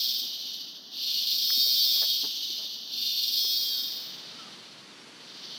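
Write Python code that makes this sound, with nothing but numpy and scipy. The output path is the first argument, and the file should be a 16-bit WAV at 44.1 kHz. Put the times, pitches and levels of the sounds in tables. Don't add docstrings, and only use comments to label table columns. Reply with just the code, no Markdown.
import sys
import numpy as np
from scipy import signal
from scipy.fft import rfft, irfft, next_fast_len
from scipy.io import wavfile
from scipy.ndimage import uniform_filter1d

SR = 44100
rng = np.random.default_rng(int(sys.argv[2]) if len(sys.argv) > 2 else 0)


def unload_audio(sound):
    columns = np.transpose(np.atleast_2d(sound))
    steps = np.round(np.clip(columns, -1, 1) * 32767)
    wavfile.write(sys.argv[1], SR, steps.astype(np.int16))


N = 246059
T = np.arange(N) / SR
OPENING_S = (3.36, 4.24)

# (frequency [Hz], level [dB])
SLACK_SHRILL = [(4060, -39), (6900, -7), (7270, -14.5), (8750, -12.5), (10700, -22), (12200, -8.5),
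                (13300, 3.5), (13700, 1), (15900, -10)]


def undb(db):
    return 10 ** (np.asarray(db) / 20)


def unit(x):
    return x / np.sqrt(np.mean(x ** 2) + 1e-20)


def ramp(begin_s, end_s):
    return np.clip((T - begin_s) / (end_s - begin_s), 0, 1)


def walk(rate_hz):
    step = max(int(SR / rate_hz), 2)
    held = np.repeat(rng.standard_normal(N // step + 2), step)
    return 1.25 * uniform_filter1d(held, step)[step // 2:step // 2 + N]


def colour(x, points, size=4096):
    hz, db = np.transpose(points)
    f = np.maximum(np.fft.rfftfreq(size, 1 / SR), 1)
    octaves_outside = np.maximum(np.log2(hz[0] / f), 0) + np.maximum(np.log2(f / hz[-1]), 0)
    shape_db = np.interp(np.log(f), np.log(hz), db) - np.minimum(60 * octaves_outside, 40)
    cepstrum = irfft(np.log(undb(shape_db)))
    cepstrum[1:size // 2] *= 2
    cepstrum[size // 2 + 1:] = 0
    impulse = irfft(np.exp(rfft(cepstrum)))
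    return unit(signal.fftconvolve(x, impulse)[:N])


def resonate(x, hz, width_hz):
    b, a = signal.iirpeak(hz, hz / width_hz, fs=SR)
    return unit(signal.lfilter(b, a, signal.lfilter(b, a, x)))


def forest(x, wet_db, t60_s):
    tail = rng.standard_normal(SR) * np.exp(-np.log(1000) * T[:SR] / t60_s)
    primed = np.concatenate([x[-SR:], x])
    scattered = signal.fftconvolve(primed, tail / np.linalg.norm(tail))[SR:SR + N]
    return unit(x + undb(wet_db) * scattered)


def phrasing():
    # (start [s], turns clear [s], stop [s], rise level [dB], buzz level [dB], lag [cycles])
    phrases = [(-1.1, -0.55, 0.21, -31, -25.5, .46), (0.91, 1.47, 2.21, -31.4, -23.8, .46),
               (2.87, 3.39, 4.07, -30.7, -24.4, .485)]
    attack_s, swell_s, ease_s, ease_db, release_db_per_s = .14, .13, .27, 6.6, 112
    start_hz, rush_hz, clear_hz, hold_s, sag_hz_per_s = 131, 136, 132.5, .1, 11.6
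    settle_s, unsettle_s, flutter_floor = .05, .37, .06
    rows = np.array(phrases)
    start, clear, stop, rise_db, buzz_db, lag_cycles = rows[np.searchsorted(rows[1:, 0], T)].T
    effort, settled = ramp(start, clear), ramp(clear - settle_s, clear)
    db = rise_db + (buzz_db - rise_db) * ramp(start + attack_s, clear + swell_s) ** 1.4
    db = db - ease_db * ramp(stop - ease_s, stop) - release_db_per_s * np.maximum(T - stop, 0)
    rising_hz = start_hz + (rush_hz - start_hz) * effort
    sinking_hz = clear_hz * (1 + .0012 * walk(14)) - sag_hz_per_s * np.maximum(T - clear - hold_s, 0)
    hz = (1 - settled) * rising_hz + settled * sinking_hz
    flutter = np.clip(1 - settled + flutter_floor + ramp(stop - unsettle_s, stop), 0, 1)
    return ramp(start, start + attack_s) * undb(db), hz, flutter, effort, lag_cycles


def throb(rate_hz, unevenness):
    cycles = np.cumsum(rate_hz * (1 + unevenness * walk(8))) / SR
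    return np.sin(2 * np.pi * (cycles + rng.random()))


def tymbals(hz, jitter_s, scatter_db, second_db, lag_cycles):
    cycles = np.cumsum(hz) / SR + rng.random()
    stroke = np.arange(2, int(2 * cycles[-1]))
    second = stroke % 2
    lag = np.interp(stroke // 2, cycles, lag_cycles * np.ones(N))
    chance = rng.standard_normal((N // 100, 2))[:len(stroke)]
    at_samples = SR * (np.interp(stroke // 2 + second * lag, cycles, T) + jitter_s * chance[:, 0])
    strength = undb(scatter_db * chance[:, 1] + second_db * second)
    taps = at_samples.astype(int)[:, None] + np.arange(-7, 9)
    offset = taps - at_samples[:, None]
    clicks = strength[:, None] * np.sinc(offset) * np.sinc(offset / 8)
    return np.bincount(np.clip(taps, 0, N - 1).ravel(), clicks.ravel(), N)


def ribs(clicks, spread_s, across_hz):
    size = next_fast_len(N)
    f = np.fft.rfftfreq(size, 1 / SR)
    dispersion = np.exp(1j * np.pi * f ** 2 * spread_s / across_hz)
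    return irfft(rfft(clicks, size) * dispersion, size)[:N]


def abdomen(clicks, stretch, slack, taut):
    ring = (1 - stretch) * colour(clicks, slack) + stretch * colour(clicks, taut)
    return ring / np.sqrt(uniform_filter1d(ring ** 2, SR // 6) + 1e-12)


def near_cicada():
    # (frequency [Hz], level [dB])
    slack_body = [(2100, -43.5), (2450, -18), (2650, -17.5), (2900, -6.5), (3330, -10.5), (3610, 4.5),
                  (3860, -14.5), (4150, 0), (4420, 2), (4800, -2), (5130, -9.5), (5700, -9.5), (6430, -28),
                  (7200, -47.5)]
    taut_body = [(2000, -40.5), (2500, -20.5), (2850, -43), (3170, -1.5), (3350, -8.5), (3640, -0.5),
                 (4000, -7.5), (4350, 0.5), (4820, -1), (5150, -2.5), (5500, -5.5), (6100, -18.5),
                 (6700, -26), (7400, -36)]
    taut_shrill = [(4060, -35.5), (6900, -21.5), (7250, -13.5), (8690, -14), (11000, -20), (11700, -18.5),
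                   (12200, -3.5), (13300, -4), (13900, 2.5), (15100, 4.5), (15900, -13)]
    slack_shrill_db, taut_shrill_db, clearing_db = -18.5, -9.6, -13
    gain, hz, flutter, effort, lag_cycles = phrasing()
    pump = throb(rate_hz=22, unevenness=.16)
    hz = hz * (1 + flutter * (.0076 * pump + .014 * walk(70)))
    clicks = tymbals(hz, jitter_s=.000011, scatter_db=1.4, second_db=-4, lag_cycles=lag_cycles)
    clicks = clicks * undb(flutter * (3.5 * pump + 1.35 * walk(16)))
    chirps = forest(ribs(clicks, spread_s=.0023, across_hz=3018), wet_db=3.5, t60_s=.3)
    stretch = .86 * effort ** 2.1
    body = abdomen(chirps, stretch, slack_body, taut_body)
    shrill = abdomen(chirps, stretch, SLACK_SHRILL, taut_shrill)
    shrill_db = slack_shrill_db + (taut_shrill_db - slack_shrill_db) * np.sqrt(effort)
    return gain * undb(clearing_db * ramp(*OPENING_S)) * (body + undb(shrill_db) * shrill)


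def chorus(count=6):
    # (start [s], rise [s], stop [s], level [dB], fade [dB/s])
    waves = [(-1.0, .9, 0.54, -35.8, 36), (0.85, .27, 1.3, -33, 25), (1.65, .5, 2.52, -32.6, 21),
             (2.8, .27, 3.2, -35, 32), (3.3, .5, 4.15, -42.6, 14), (5.08, .42, 5.6, -41.8, 20)]
    # (frequency [Hz], level [dB])
    main_band = [(1240, -56.5), (2100, -32), (2550, -21.5), (2770, -12), (2980, -5), (3290, -3.5),
                 (3590, -3), (3980, -2.5), (4390, 1), (5390, -8), (5980, -9), (6660, -27.5), (7200, -85.5),
                 (9360, -50), (15800, -120)]
    # (frequency [Hz], width [Hz], level re main band [dB])
    held_notes = [(3690, 70, -11), (3500, 55, -17.5), (3043, 140, -17.5)]
    gain = np.sqrt(sum((ramp(start, start + rise) * undb(db - fade * np.maximum(T - stop, 0))) ** 2
                       for start, rise, stop, db, fade in waves))
    clicks = 0
    for pace_hz in rng.uniform(115, 145, count):
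        pump = throb(rate_hz=21, unevenness=.25)
        hz = pace_hz * (1 + .012 * walk(4) + .01486 * pump)
        singer = tymbals(hz, jitter_s=.00008, scatter_db=1.5, second_db=1, lag_cycles=.47)
        clicks = clicks + singer * undb(6 * pump)
    blurred = forest(clicks, wet_db=2.5, t60_s=.79) * undb(1.1 * throb(rate_hz=11, unevenness=.39))
    held = sum(undb(db) * resonate(rng.standard_normal(N), hz, width) for hz, width, db in held_notes)
    body = unit(colour(blurred, main_band) + held)
    shrill_gain = undb(-16.3 - 8 * ramp(*OPENING_S)) * (gain / gain.max()) ** .3
    return gain * (body + shrill_gain * colour(blurred, SLACK_SHRILL))


def air():
    # (frequency [Hz], level [dB])
    canopy_shape = [(18, -70), (30, -55), (64, -28), (112, -19.5), (138, -13.5), (165, -5.5), (191, -2),
                    (282, -1.5), (472, -9.5), (616, -10), (1010, -13.5), (1990, -16.5), (2100, -28.5),
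                    (2730, -52), (4620, -120)]
    clearing_shape = [(18, -73), (30, -40), (64, -43), (127, -5.5), (209, 0), (838, -10), (1120, -8.5),
                      (2390, -9.5), (2800, -8), (5120, -16), (5680, -18), (6150, -15), (6830, -19.5),
                      (10900, -27), (15800, -53)]
    opening = ramp(*OPENING_S)
    canopy = colour(rng.standard_normal(N), canopy_shape) * undb(-58.5 + .49 * walk(4.1))
    clearing = colour(rng.standard_normal(N), clearing_shape) * undb(-49.4 + 1.2 * walk(5.1))
    return np.sqrt(1 - opening ** 2) * canopy + opening * clearing


def brush(start_s, length_s, hz, width_hz, grain_db=1.5):
    age = np.maximum(T - start_s, 0) / length_s
    swell = (np.e * 3 * age * np.exp(-3 * age)) ** 2
    friction = rng.standard_normal(N) * undb(grain_db * walk(500))
    return swell * resonate(friction, hz, width_hz)


def rustles(stir_count=3, stir_db=-55):
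    # (time [s], length [s], level [dB], centre [Hz], width [Hz], edge re body [dB])
    events = [(0.21, 0.09, -55, 290, 170, -14), (1.502, 0.006, -37, 1700, 900, -7),
              (1.57, 0.022, -49, 240, 110, -16), (1.668, 0.013, -49, 420, 300, -12),
              (1.859, 0.025, -54, 450, 600, -7), (1.942, 0.081, -55.5, 650, 1100, -7),
              (2.009, 0.055, -45.6, 620, 400, -2.5), (2.229, 0.049, -45.4, 330, 300, -4),
              (2.563, 0.14, -57, 600, 900, -10), (2.755, 0.035, -57, 400, 600, -12),
              (3.442, 0.019, -47, 333, 400, -10)]
    out = sum(undb(stir_db) * brush(start_s, length_s=.025, hz=290, width_hz=190)
              for start_s in rng.uniform(0, OPENING_S[0], stir_count))
    for start_s, length_s, db, hz, width_hz, edge_db in events:
        edge = brush(start_s, length_s, 2.6 * hz, 3.5 * width_hz)
        body = brush(start_s, length_s, hz, width_hz)
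        out = out + undb(db) * (body + undb(edge_db) * edge)
    return out


def birds():
    # (time [s], length [s], start pitch [Hz], end pitch [Hz], level [dB])
    whistles = [(3.68, 0.13, 1805, 1330, -61), (4.378, .068, 1370, 1250, -49.5),
                (4.449, 0.048, 1260, 1160, -58), (4.921, 0.15, 5580, 5520, -58.5)]
    song = np.zeros(N)
    for start_s, length_s, start_hz, end_hz, db in whistles:
        age = np.clip((T - start_s) / length_s, 0, 1)
        hz = start_hz + (end_hz - start_hz) * age
        envelope = undb(db) * np.sqrt(2) * np.sin(np.pi * age)
        song += envelope * np.sin(2 * np.pi * np.cumsum(hz) / SR)
    return np.std(song) * forest(song, wet_db=-3, t60_s=.5)


def scene():
    return (near_cicada() + chorus() + air() + rustles() + birds())[None]


def record(dry, bass_hz=55, top_hz=15850):
    thin = signal.sosfilt(signal.butter(2, bass_hz, "highpass", fs=SR, output="sos"), dry)
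    return signal.sosfilt(signal.ellip(12, .2, 80, top_hz, fs=SR, output="sos"), thin)


dry = scene()
out = record(dry)
unload_audio(out)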